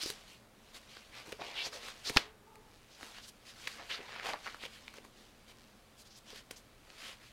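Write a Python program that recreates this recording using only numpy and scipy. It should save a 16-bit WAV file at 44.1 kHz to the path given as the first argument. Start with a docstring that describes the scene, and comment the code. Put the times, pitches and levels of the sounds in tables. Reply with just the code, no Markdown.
"""A stretched rubber cuff snaps hard on the wrist as thin gloves are pulled on in a small, quiet room.
The snap is a run of impacts that excite damped modes. Stick-slip friction of rubber on skin makes the
film rasp, flutter, swish, whine and creak; creases flick over and pockets of trapped air pop.
Moving arms push air and rustle their sleeves. Reflections follow the gloves, and behind them lie
a hush, two low room resonances and a faint far tone."""
import sys
import numpy as np
from scipy import signal
from scipy.io import wavfile
from scipy.ndimage import uniform_filter1d

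SR = 44100
rng = np.random.default_rng(int(sys.argv[2]) if len(sys.argv) > 2 else 0)


def transcribe(signal):
    """Save signal, clipped to [-1, 1], as a 16-bit WAV file at the path in sys.argv[1]."""
    frames = np.atleast_2d(signal).T
    limited = np.clip(frames, -1, 1)
    pcm = np.round(limited * 32767).astype(np.int16)
    wavfile.write(sys.argv[1], SR, pcm)


N = 322812
TIME = np.arange(N) / SR


def gain_of(db):
    """Amplitude ratio of a level in decibels."""
    return 10 ** (np.asarray(db) / 20)


def unit_rms(x):
    """Normalisation to rms 1."""
    return x / np.sqrt(np.mean(x ** 2) + 1e-20)


def unit_peak(x):
    """Normalisation to peak 1."""
    return x / abs(x).max()


def value_at(points, hz):
    """Interpolation on a logarithmic frequency axis."""
    f, value = np.transpose(points)
    return np.interp(np.log(hz + 1), np.log(f + 1), value)


def add(mix, start_s, sound):
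    """Superposition of a sound on the mix, in place."""
    part = mix[max(round(start_s * SR), 0):][:len(sound)]
    part += sound[:len(part)]


def colour(x, spectrum, size=4096):
    """Minimum-phase filtering: imposes a spectrum and keeps attacks sharp."""
    bin_hz = abs(np.fft.fftfreq(size, 1 / SR))
    log_gain = np.log(gain_of(value_at(spectrum, bin_hz)))
    response = np.exp(np.conj(signal.hilbert(log_gain)))
    taps = np.fft.ifft(response).real[:size // 2]
    return signal.oaconvolve(x, taps)[:len(x)]


def resonate(x, hz, width_hz):
    """Forced resonance of about unit gain, whose centre frequency may glide."""
    phasor = np.exp(2j * np.pi * np.cumsum(hz * np.ones(len(x))) / SR)
    pole = np.exp(-np.pi * width_hz / SR)
    return 2 * (phasor * signal.lfilter([1 - pole], [1, -pole], x / phasor)).real


def narrow_noise(hz, width_hz):
    """Narrow-band noise of rms 1: white noise through the same resonance twice."""
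    once = resonate(rng.standard_normal(N), hz, width_hz)
    return unit_rms(resonate(once, hz, width_hz))


def damped_mode(hz, t60, sag=0., size=8192):
    """Free vibration: exponential decay, with a pitch that sags as the film loses tension."""
    t = np.arange(size) / SR
    fade = np.exp(-np.log(1000) * t / t60)
    pitch_hz = hz * (1 + sag * (fade - .5))
    return fade * np.sin(2 * np.pi * np.cumsum(pitch_hz) / SR)


def swell(rise_s, fall_s, curve=1.22):
    """Amplitude envelope from rest to 1 and back; a curve above 1 softens both ends."""
    t = np.arange(0, rise_s + fall_s, 1 / SR)
    angle = np.interp(t, [0, rise_s, rise_s + fall_s], [0, np.pi / 2, np.pi])
    return np.sin(angle) ** curve


# spectrum of the room's hush: (frequency [Hz], relative level [dB])
HUSH_SPECTRUM = [(12, -24.5), (20, 3), (104, -6.5), (158, -8), (228, -6.5), (410, -10), (542, -9),
                 (949, -14), (1150, -14), (1660, -16.5), (3070, -23.5), (3950, -23), (4300, -27),
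                 (9950, -28), (16000, -32.5)]
# low resonances of the room air: (frequency [Hz], half-width of the resonator [Hz], level [dB])
ROOM_MODES = [(117.1, 6.4, -76), (220.7, 9.6, -73.5)]
def room_tone(hush_db=-63):
    """Ambient noise: a broadband hush, and room modes that drone under random excitation."""
    out = gain_of(hush_db) * unit_rms(colour(rng.standard_normal(N), HUSH_SPECTRUM, size=16384))
    for hz, half_width, db in ROOM_MODES:
        out += gain_of(db) * narrow_noise(hz, 2 * half_width)
    return out


# swells of the far tone: (start [s], rise [s], fall [s], level [dB], overtones re the tone [dB])
FAR_TONE_SWELLS = [(2.18, 0.07, 0.17, -63, -10), (2.39, 0.13, 0.27, -66, -1.5)]
# its overtones: (frequency [multiple of the tone], relative level [dB])
FAR_OVERTONES = [(2.05, 1.5), (2.85, -5.5)]
def far_tone(hz=425.5, width_hz=42):
    """Narrow bands of noise are heard as a faint, wavering tone that swells twice."""
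    envelope, overtone_envelope = np.zeros((2, N))
    for start, rise, fall, db, overtones_db in FAR_TONE_SWELLS:
        add(envelope, start, gain_of(db) * swell(rise, fall))
        add(overtone_envelope, start, gain_of(db + overtones_db) * swell(rise, fall))
    out = envelope * narrow_noise(hz, width_hz)
    for multiple, db in FAR_OVERTONES:
        out += overtone_envelope * gain_of(db) * narrow_noise(multiple * hz, multiple * width_hz)
    return out


# reverberation time of the room: (frequency [Hz], T60 [s])
ROOM_T60 = [(100, 0.17), (400, 0.28), (1500, 0.36), (4000, 0.23), (8000, 0.22), (16000, 0.16)]
def reverberation(x, wet_db=-12, first_s=0.0048, near_db=3, near_s=0.0081):
    """Sparse reflections, strongest from the nearby body, decay at a rate that depends on frequency."""
    taps = rng.choice([-1., 1.], SR) * (rng.random(SR) < .1) * (TIME[:SR] > first_s)
    taps *= 1 + gain_of(near_db) * np.exp(-TIME[:SR] / near_s)
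    hz, t, bands = signal.stft(taps, SR, nperseg=256)
    decay = np.exp(-np.log(1000) * t / value_at(ROOM_T60, hz)[:, None])
    tail = signal.istft(bands * decay, SR, nperseg=256)[1]
    return gain_of(wet_db) * signal.oaconvolve(x, tail / np.linalg.norm(tail))[:N]


# arm movements: (start [s], rise [s], fall [s], air level [dB], cloth level [dB])
ARM_MOVES = [(2.68, 0.1, 0.12, -66, -78), (4.96, 0.06, 0.51, -73, -67.5), (6.74, 0.16, 0.15, -58.5, -78)]
def arm_wafts(air_hz=27, air_width_hz=12, cloth_hz=250, cloth_width_hz=220):
    """Air displacement: a swinging arm sends out a slow pressure wave, and its sleeve rustles dully."""
    air, cloth = np.zeros((2, N))
    for start, rise, fall, air_db, cloth_db in ARM_MOVES:
        add(air, start, gain_of(air_db) * swell(rise, fall))
        add(cloth, start, gain_of(cloth_db) * swell(rise, fall))
    return air * narrow_noise(air_hz, air_width_hz) + cloth * narrow_noise(cloth_hz, cloth_width_hz)


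# flexing fingers: (start [s], rise [s], fall [s], typical peak [dB], slip rate [1/s], frequency [Hz])
FINGER_CREAKS = [(2.648, 0.088, .08, -51, 170, 4600), (2.781, 0.045, 0.077, -49, 92, 3800),
                 (4.95, .02, 0.027, -39, 77, 6000), (5.53, 0.071, .14, -45, 85, 4700)]
def creaks(jitter=0.24, uneven_db=3, t60=0.00092, pitch_scatter=0.095, max_slips=64):
    """Nearly periodic stick-slip of rubber on rubber: each slip excites one very short ring."""
    out = np.zeros(N)
    draws = rng.standard_normal((len(FINGER_CREAKS), max_slips, 3))
    for (start, rise, fall, db, per_s, hz), chance in zip(FINGER_CREAKS, draws):
        effort = swell(rise, fall)
        times = np.cumsum(np.exp(jitter * chance[:, 0])) / per_s
        for s, (_, strength, detune) in zip(times, chance):
            if s * SR < len(effort):
                tick = unit_peak(damped_mode(hz * np.exp(pitch_scatter * detune), t60, size=512))
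                add(out, start + s, gain_of(db + uneven_db * strength) * effort[int(s * SR)] * tick)
    return out


# light brushing on skin and sleeve between strokes: (time [s], level [dB])
LIGHT_CONTACT = [(0, -47.5), (.15, -56), (.5, -73.5), (.7, -63), (1.35, -62), (2.02, -57.5), (2.33, -75.5),
                 (2.85, -67.5), (3, -59.5), (3.35, -68.5), (3.7, -55.5), (4.85, -60.5), (5.1, -67.5),
                 (5.9, -69), (6.8, -69), (6.93, -60.5), (7.32, -68)]
# tugs and rubs: (start [s], rise [s], fall [s], level [dB], film pitch [Hz],
# relative flutter [dB], relative fizz [dB], tautness [factor on the film's resonance in dB])
HAND_STROKES = [ (0, 0.029, 0.035, -49, 4200, -21, 5, .9), (.05, 0.032, 0.067, -50, 4950, -10.5, 2, 0.54),
                (.25, 0.054, 0.097, -58.5, 2780, -10, -9, 0.95),
                (.728, 0.033, 0.033, -51, 3600, -8.5, -8, 0.3),
                (.87, 0.047, 0.18, -56.5, 2900, -12, -16, 0.62),
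                (1.11, 0.067, 0.078, -50, 2200, -6.5, -16, 1), (1.24, 0.04, 0.092, -55, 2300, 1, -9, 0.41),
                (1.386, 0.031, 0.03, -48, 1850, 3.5, -27, 1.1),
                (1.42, 0.024, 0.19, -48.5, 2540, -2.5, -19, 0.71),
                (1.43, 0.092, 0.18, -56.5, 1250, -6, -27, 1.8),
                (1.526, 0.078, 0.073, -46.5, 2140, -6.5, -14, 1.7),
                (1.635, 0.028, 0.033, -42, 3200, -6.5, -15, 0.34),
                (1.715, 0.024, 0.075, -46.5, 2870, -4.5, -16, 0.1),
                (1.78, 0.098, 0.065, -46.5, 2360, -8.5, -15, 0.32),
                (2.029, 0.07, 0.016, -41, 4000, -12.5, -10.5, 0.19),
                (2.1, 0.065, 0.037, -47.5, 2800, -2.5, -7, .85),
                (2.97, 0.069, 0.16, -55, 2500, -4, -8, 0.28),
                (3.11, 0.07, 0.049, -52, 1880, -17, -16.5, 0.7),
                (3.2, 0.049, 0.037, -55.5, 4000, -15, -8, 0.55),
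                (3.265, 0.025, 0.015, -53, 4540, -14, -1.5, 0.84),
                (3.44, 0.054, 0.041, -53, 3180, -16.5, -13, 0.35),
                (3.53, 0.14, 0.16, -52.5, 2390, -11, -11.5, 0.21),
                (3.769, 0.031, 0.068, -53, 1250, 6.5, -30, 1.1),
                (3.886, 0.019, 0.1, -42.5, 1740, -11, -19, 0.92),
                (3.96, 0.023, 0.16, -54.5, 1660, 2, -27, 1.4),
                (4.05, 0.096, 0.2, -48.5, 1630, -7, -25, 1.27),
                (4.21, 0.074, 0.067, -41, 1600, -1.5, -15.5, 0.68),
                (4.325, 0.018, 0.032, -47.5, 1140, 1, -22, 1.9),
                (4.419, 0.038, 0.11, -49, 1700, -13, -21, 0.62),
                (4.585, 0.073, 0.015, -46, 2560, -10, -15, 1.8),
                (4.7, 0.05, 0.051, -55.5, 2360, -19.5, -12, .9),
                (4.91, 0.07, 0.017, -57.5, 2400, -2, -13, 0.53),
                (5.03, 0.018, 0.022, -61.5, 1400, 6.5, -5, 0.27),
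                (5.15, 0.032, .16, -63, 3600, -9.5, -12, 0.44),
                (5.46, 0.044, 0.032, -58.5, 2580, -8, -8, 0.84),
                (5.96, 0.048, 0.035, -60.5, 4700, -17, -0.5, 1.6),
                (6.04, 0.031, 0.022, -60, 4730, -19, -9, 0.76), (6.15, 0.034, .012, -60.5, 5460, -13, 0, 1),
                (6.24, 0.079, 0.034, -53.5, 3280, -9, -15, 0.28),
                (6.33, 0.035, 0.065, -52, 2920, -13, -11, 0.42),
                (6.51, 0.01, 0.05, -60.5, 2000, -6, -6, .5), (6.555, 0.018, 0.053, -65, 4800, -1.5, 5, .6),
                (6.94, 0.13, 0.097, -48, 2360, -10, -13, 0.72),
                (7.179, 0.066, 0.11, -60, 2404, -13, -11.5, 0.92)]
def hand_motion(contact_hz=2380, contact_flutter_db=-7, contact_fizz_db=-11.5, contact_taut=0.44,
                stretch_octaves=0.22):
    """Incoherent addition: the powers of strokes sum, and each sets the film's state by its share."""
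    power = gain_of(np.interp(TIME, *np.transpose(LIGHT_CONTACT))) ** 2
    weighted = np.outer([np.log2(contact_hz), contact_flutter_db, contact_fizz_db, contact_taut], power)
    for start, rise, fall, db, hz, flutter_db, fizz_db, taut in HAND_STROKES:
        stroke_power = (gain_of(db) * swell(rise, fall)) ** 2
        octave = np.log2(hz) + stretch_octaves * np.linspace(-.5, .5, len(stroke_power))
        add(power, start, stroke_power)
        for control, value in zip(weighted, (octave, flutter_db, fizz_db, taut)):
            add(control, start, stroke_power * value)
    octave, flutter_db, fizz_db, taut = weighted / power
    return 10 * np.log10(power), 2 ** octave, flutter_db, fizz_db, taut


def friction(grip, slips_per_s=900, spread_db=3, clump_db=0.83):
    """Stick-slip force of rubber on skin: smooth sliding breaks into slips as grip goes from 0 to 1."""
    sizes = gain_of(spread_db * np.minimum(rng.exponential(1, N), 3))
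    slips = unit_rms(sizes * rng.choice([-1, 1], N) * (rng.random(N) < slips_per_s / SR))
    force = np.sqrt(grip) * slips + np.sqrt(1 - grip) * rng.standard_normal(N)
    clumps = unit_rms(uniform_filter1d(rng.standard_normal(N), size=220))
    force *= gain_of(clump_db * clumps)
    return force / np.sqrt(uniform_filter1d(force ** 2, size=1024))


# broad resonance of the film: (frequency [multiple of its pitch], relative level [dB])
FILM_RESONANCE = [(.15, -13), (.4, -8.5), (.65, -4), (1, 0), (1.4, -2), (2, -6.5), (3.3, -12), (6, -17)]
# spectrum of rubber sliding on skin: (frequency [Hz], relative level [dB])
RUB_SPECTRUM = [(300, -24), (1000, -3), (2700, 0), (4700, 0), (7000, -7), (10000, -17), (16000, -30)]
def film_response(hz, film_hz, taut, fold_db=1.93):
    """Membrane gain (bins x frames): tension sharpens the resonance, and folds add passing peaks."""
    multiple, db = np.transpose(FILM_RESONANCE)
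    hump_db = np.interp(np.log((hz[:, None] + 1) / film_hz), np.log(multiple), db)
    folds = uniform_filter1d(rng.standard_normal(hump_db.shape), size=3, axis=0)
    folds = unit_rms(uniform_filter1d(folds, size=10, axis=1))
    response = gain_of(taut * hump_db + value_at(RUB_SPECTRUM, hz)[:, None] + fold_db * folds)
    return response / np.sqrt(np.mean(response ** 2, axis=0))


# spectra of slack film and of its fine texture: (frequency [Hz], relative level [dB])
FLUTTER_SPECTRUM = [(80, -17), (180, -6), (300, -0.5), (450, 6.5), (700, 6.5), (1000, 10.5), (1600, -28.5),
                    (4000, -67.5)]
FIZZ_SPECTRUM = [(2500, -36), (6000, 9.5), (9000, 7.5), (12000, 3.5), (16000, -7)]
def rubbing(rasp_db=-1, flutter_trim_db=-2, slack_grip=.6, grip_per_db=.03):
    """Forced vibration: friction makes the film rasp, flutter where slack and fizz on its texture."""
    level_db, film_hz, flutter_db, fizz_db, taut = hand_motion()
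    grip = np.clip(slack_grip + grip_per_db * flutter_db, 0, 1)  # slack film sticks, taut film slides
    force = friction(grip)
    hz, t, bands = signal.stft(force, SR, nperseg=256)
    response = film_response(hz, np.interp(t, TIME, film_hz), np.interp(t, TIME, taut))
    rasp = gain_of(rasp_db) * signal.istft(bands * response, SR, nperseg=256)[1][:N]
    flutter = gain_of(flutter_trim_db + flutter_db) * unit_rms(colour(force, FLUTTER_SPECTRUM))
    fizz = gain_of(fizz_db) * unit_rms(colour(force * rng.choice([-1, 1], N), FIZZ_SPECTRUM))
    return gain_of(level_db) * (rasp + flutter + fizz)


# slides of taut film: (start [s], rise [s], fall [s], level [dB], first pitch [Hz], last pitch [Hz])
TAUT_SLIDES = [(0, 0.022, 0.043, -40, 3900, 5700), (0.041, 0.024, 0.054, -43.5, 4760, 5400),
               (1.535, 0.057, 0.083, -41, 2650, 4160), (1.612, 0.051, 0.018, -43, 3900, 6200),
               (2.042, 0.042, 0.022, -38.5, 4270, 5170), (2.89, 0.048, .05, -63, 4960, 5800),
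               (3.216, 0.031, 0.017, -57.5, 4830, 6250), (3.89, 0.026, 0.04, -41, 2500, 3570),
               (3.925, .025, 0.017, -44.5, 3260, 4460), (6.09, .03, .03, -60.5, 4930, 5600),
               (6.135, 0.027, .03, -59.5, 5030, 6000), (6.558, 0.0075, 0.027, -55.5, 5600, 6600)]
def swishes(relative_width=0.68, glide_curve=0.82):
    """Sliding noise drives a resonance of the taut film, whose frequency climbs with the stretch."""
    out = np.zeros(N)
    noises = rng.standard_normal((len(TAUT_SLIDES), SR))
    for (start, rise, fall, db, first_hz, last_hz), noise in zip(TAUT_SLIDES, noises):
        effort = swell(rise, fall)
        stretch = np.linspace(0, 1, len(effort)) ** glide_curve
        hz = first_hz * (last_hz / first_hz) ** stretch
        width_hz = relative_width * first_hz
        swish = resonate(resonate(noise[:len(effort)], hz, width_hz), hz, width_hz)
        add(out, start, gain_of(db) * effort * unit_rms(colour(swish, RUB_SPECTRUM)))
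    return out


# tones of the fully stretched film: (frequency [Hz], peak level [dB])
WHINE_TONES = [(2316, -47), (2717, -41), (2916, -42)]
def whine(start_s=1.565, rise_s=0.041, fall_s=0.031, waver=.002, waver_hz=30):
    """Friction-induced oscillation: at full stretch the sliding film locks into a few thin tones."""
    effort = np.zeros(N)
    add(effort, start_s, swell(rise_s, fall_s))
    wavering_time = np.cumsum(1 + waver * narrow_noise(waver_hz, waver_hz)) / SR
    return effort * sum(gain_of(db) * np.sin(2 * np.pi * hz * wavering_time) for hz, db in WHINE_TONES)


# pockets of air under loose film: (time [s], level [dB], frequency [Hz], T60 [s])
AIR_POCKETS = [(.034, -43, 320, 0.052), (0.0601, -29.5, 380, 0.017), (0.101, -36.5, 440, 0.027),
               (1.281, -45.5, 328, 0.08), (1.326, -35, 455, 0.031), (1.39, -47, 574, 0.068),
               (1.407, -38.5, 570, 0.035), (1.417, -30.5, 750, 0.018), (1.667, -44.5, 455, 0.14),
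               (1.75, -46.5, 506, 0.24), (2.07, -43.5, 407, 0.08), (2.097, -27.5, 483, 0.019),
               (2.103, -29.5, 343, 0.021), (3.029, -41, 290, 0.031), (3.992, -41, 435, 0.038),
               (4.004, -44, 390, 0.035), (4.289, -31.5, 776, 0.022), (4.336, -38, 720, 0.02),
               (4.341, -31.5, 800, 0.022), (4.636, -40, 418, 0.02), (4.652, -43, 495, 0.06),
               (4.983, -43.5, 486, 0.034), (6.33, -42, 460, 0.027), (6.5095, -44, 540, 0.025),
               (6.512, -43, 1140, 0.008), (6.512, -51, 346, 0.018)]
def pocket_pops(sag=0.23, flap_depth=.75, flap_hz=95, size=8192):
    """Damped membrane vibration: trapped air puffs out and the film thumps, flapping as it settles."""
    out = np.zeros(N)
    noises = rng.standard_normal((len(AIR_POCKETS), size))
    for (s, db, hz, t60), noise in zip(AIR_POCKETS, noises):
        flapping = 1 + flap_depth * unit_rms(resonate(noise, flap_hz, flap_hz))
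        add(out, s, gain_of(db) * flapping / np.hypot(1, flap_depth) * damped_mode(hz, t60, sag, size))
    return out


# creases flicking over, a few followed by a bright echo about 5 ms later:
# (time [s], relative peak level [dB], frequency [Hz], relative treble [dB])
CREASES = [(0.0277, -34, 5000, 0), (0.0337, -30, 5600, -7), (0.0598, -33, 4500, -1),
           (0.101, -24.5, 3970, -3), (0.968, -41, 1900, -24), (1.321, -33, 2320, -6),
           (1.325, -34.5, 2490, -15), (1.419, -33.5, 2510, -26), (1.562, -41, 3500, -19),
           (1.730, -35, 5200, -11), (1.884, -33, 1200, -12), (2.096, -25.5, 1964, -7.5),
           (2.555, -46, 2200, -5.5), (3.009, -46, 1200, -26), (3.029, -33, 2260, -16),
           (3.183, -40, 1900, -29), (3.6723, -22.5, 2500, -18), (3.6741, -29, 2060, -30),
           (3.677, -33, 1750, 0), (3.912, -38, 1900, -25), (3.947, -38, 3400, -20), (4.091, -40, 1280, -23),
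           (4.128, -44, 1500, -27), (4.161, -34.5, 1490, -25), (4.1965, -31, 1900, -25),
           (4.257, -30, 1970, -23), (4.267, -34, 2300, -20), (4.279, -34, 1880, -20),
           (4.303, -31.5, 1300, -25), (4.333, -28.5, 1960, -28), (4.460, -34.5, 1450, -24),
           (4.4654, -31.5, 1430, -29), (4.472, -33, 1510, -29), (4.4765, -34, 1600, -24),
           (4.481, -37, 1500, -22), (4.5441, -36, 1500, -21), (4.636, -34.5, 2120, -20),
           (4.652, -33, 2760, -17), (4.879, -34.5, 2720, -39), (4.939, -41.5, 1490, -7),
           (4.983, -43, 2250, -16), (5.049, -50, 1110, -16), (6.303, -42.5, 4600, -8),
           (6.359, -38.5, 3000, -9), (6.5091, -32, 6950, -5.5), (6.511, -37, 6500, -10),
           (6.514, -42, 2410, 6), (6.901, -43, 2970, -35)]
# spectrum of a flick: (frequency [Hz], relative level [dB])
FLICK_SPECTRUM = [(100, -6), (400, 5), (1500, 5), (4500, 0.5), (7000, -7), (16000, -27.5)]
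def crease_flicks(gain_db=2.5, t60=0.0045, sag=0.75, ring_share=0.3, crumple_share=0.93,
                  crumple_s=0.0012, lead_in_s=.004, lead_in_end_db=-12, lead_in_rise_db=18,
                  delay_s=0.00132):
    """Sudden elastic release: a crease lets go with a click, a falling ring and a short crumple."""
    out = np.zeros(N)
    lead, size = round(lead_in_s * SR), 8192
    multiple, hump_db = np.transpose(FILM_RESONANCE)
    # a brief rising hiss softens the start of each click
    lead_in = gain_of(lead_in_end_db + lead_in_rise_db * np.linspace(-1, 0, lead))
    envelope = np.append(lead_in, np.exp(-TIME[:size] / crumple_s))
    for s, db, hz, treble_db in CREASES:
        crumple = envelope * rng.standard_normal(lead + size)
        release = signal.unit_impulse(size) + ring_share * damped_mode(hz, t60, sag)
        drive = np.pad(release, (lead, 0)) + crumple_share * crumple
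        film = colour(drive, np.transpose([multiple * hz, hump_db]))
        body = unit_rms(colour(film, FLICK_SPECTRUM))
        edge = gain_of(treble_db) * unit_rms(colour(crumple, FIZZ_SPECTRUM))
        add(out, s + delay_s - lead_in_s, gain_of(db + gain_db) * unit_peak(body + edge))
    return out


CRACK_S = 2.1719  # the moment the cuff closes on the wrist
# spectrum the whole cuff sends into the room: (frequency [Hz], relative level [dB])
RADIATED_SPECTRUM = [(60, 2.5), (150, -11), (400, -2), (1300, -6), (2600, -3), (4400, -1.5), (6000, -10.5),
                     (8000, -18), (16000, -30)]
def cuff_radiation(energy_db=7, size=4096):
    """Radiation in all directions round the wrist gives the walls one even, broadband crack."""
    out = np.zeros(N)
    crack = colour(signal.unit_impulse(size), RADIATED_SPECTRUM)
    add(out, CRACK_S, gain_of(energy_db) * crack / np.linalg.norm(crack))
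    return out


# the cuff lands in stages, edge first: (time [s], level [dB], frequency [Hz], T60 [s])
CUFF_IMPACTS = [(2.1634, -17.5, 4470, 0.0026), (2.1637, -20.5, 277, 0.021), (2.1637, -24.5, 80, 0.036),
                (2.1655, -17, 890, 0.007), (2.1657, -25, 2010, 0.004), (2.1695, -17.5, 5420, 0.0054),
                (2.1706, -11.5, 4650, 0.0075), (2.1719, -25, 437, 0.018), (2.1727, -19, 4840, 0.0034),
                (2.1727, -16.5, 2694, 0.009), (2.1733, -23.5, 1480, 0.0092)]
# modes of the taut band on the wrist: (frequency [Hz], relative level [dB], T60 [s])
BAND_MODES = [(1380, -15, .008), (2600, -6, .003), (4230, -7, .004), (5630, -21, .006)]
# spectrum of rubber striking skin: (frequency [Hz], relative level [dB])
IMPACT_SPECTRUM = [(60, -23.5), (160, -39.5), (400, 4.5), (1000, 6), (2500, 15), (4900, 8.5), (6200, -1),
                   (7500, -22), (11000, -20.5), (16000, -41)]
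def cuff_snap(slap_s=2.1615, slap_rise_s=0.015, slap_t60=0.029, slap_db=-27, sag=0.11,
              band_db=-2, crack_peak_db=-1.5):
    """Impact excitation: the released cuff slaps down, cracks tight round the wrist and rings briefly."""
    closing = np.clip((TIME - slap_s) / slap_rise_s, 0, 1)
    dying = np.exp(-np.log(1000) * np.clip(TIME - slap_s - slap_rise_s, 0, 1) / slap_t60)
    slap = unit_rms(colour(rng.standard_normal(N), IMPACT_SPECTRUM))
    out = gain_of(slap_db) * closing * dying * slap
    for s, db, hz, t60 in CUFF_IMPACTS:
        add(out, s, gain_of(db) * damped_mode(hz, t60, sag))
    band = sum(gain_of(db + band_db) * damped_mode(hz, t60) for hz, db, t60 in BAND_MODES)
    crack = unit_peak(colour(signal.unit_impulse(len(band)), IMPACT_SPECTRUM))
    add(out, CRACK_S, gain_of(crack_peak_db) * unit_peak(crack + band))
    return out


def scene():
    """Superposition of direct sound, reflections and background in one channel."""
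    gloves = rubbing() + swishes() + whine() + creaks() + crease_flicks() + pocket_pops()
    echoes = reverberation(gloves)
    echoes += reverberation(cuff_radiation(), wet_db=-14, first_s=.003, near_db=-7.5, near_s=.008)
    return (gloves + cuff_snap() + echoes + arm_wafts() + room_tone() + far_tone())[None]


def record(dry, cutoff_hz=15950):
    """Band limiting: a linear-phase low-pass filter removes the highest treble."""
    low_pass = signal.firwin(511, cutoff_hz, window=("kaiser", 9), fs=SR)
    return signal.oaconvolve(dry, low_pass[None], "same")


dry = scene()
out = record(dry)
transcribe(out)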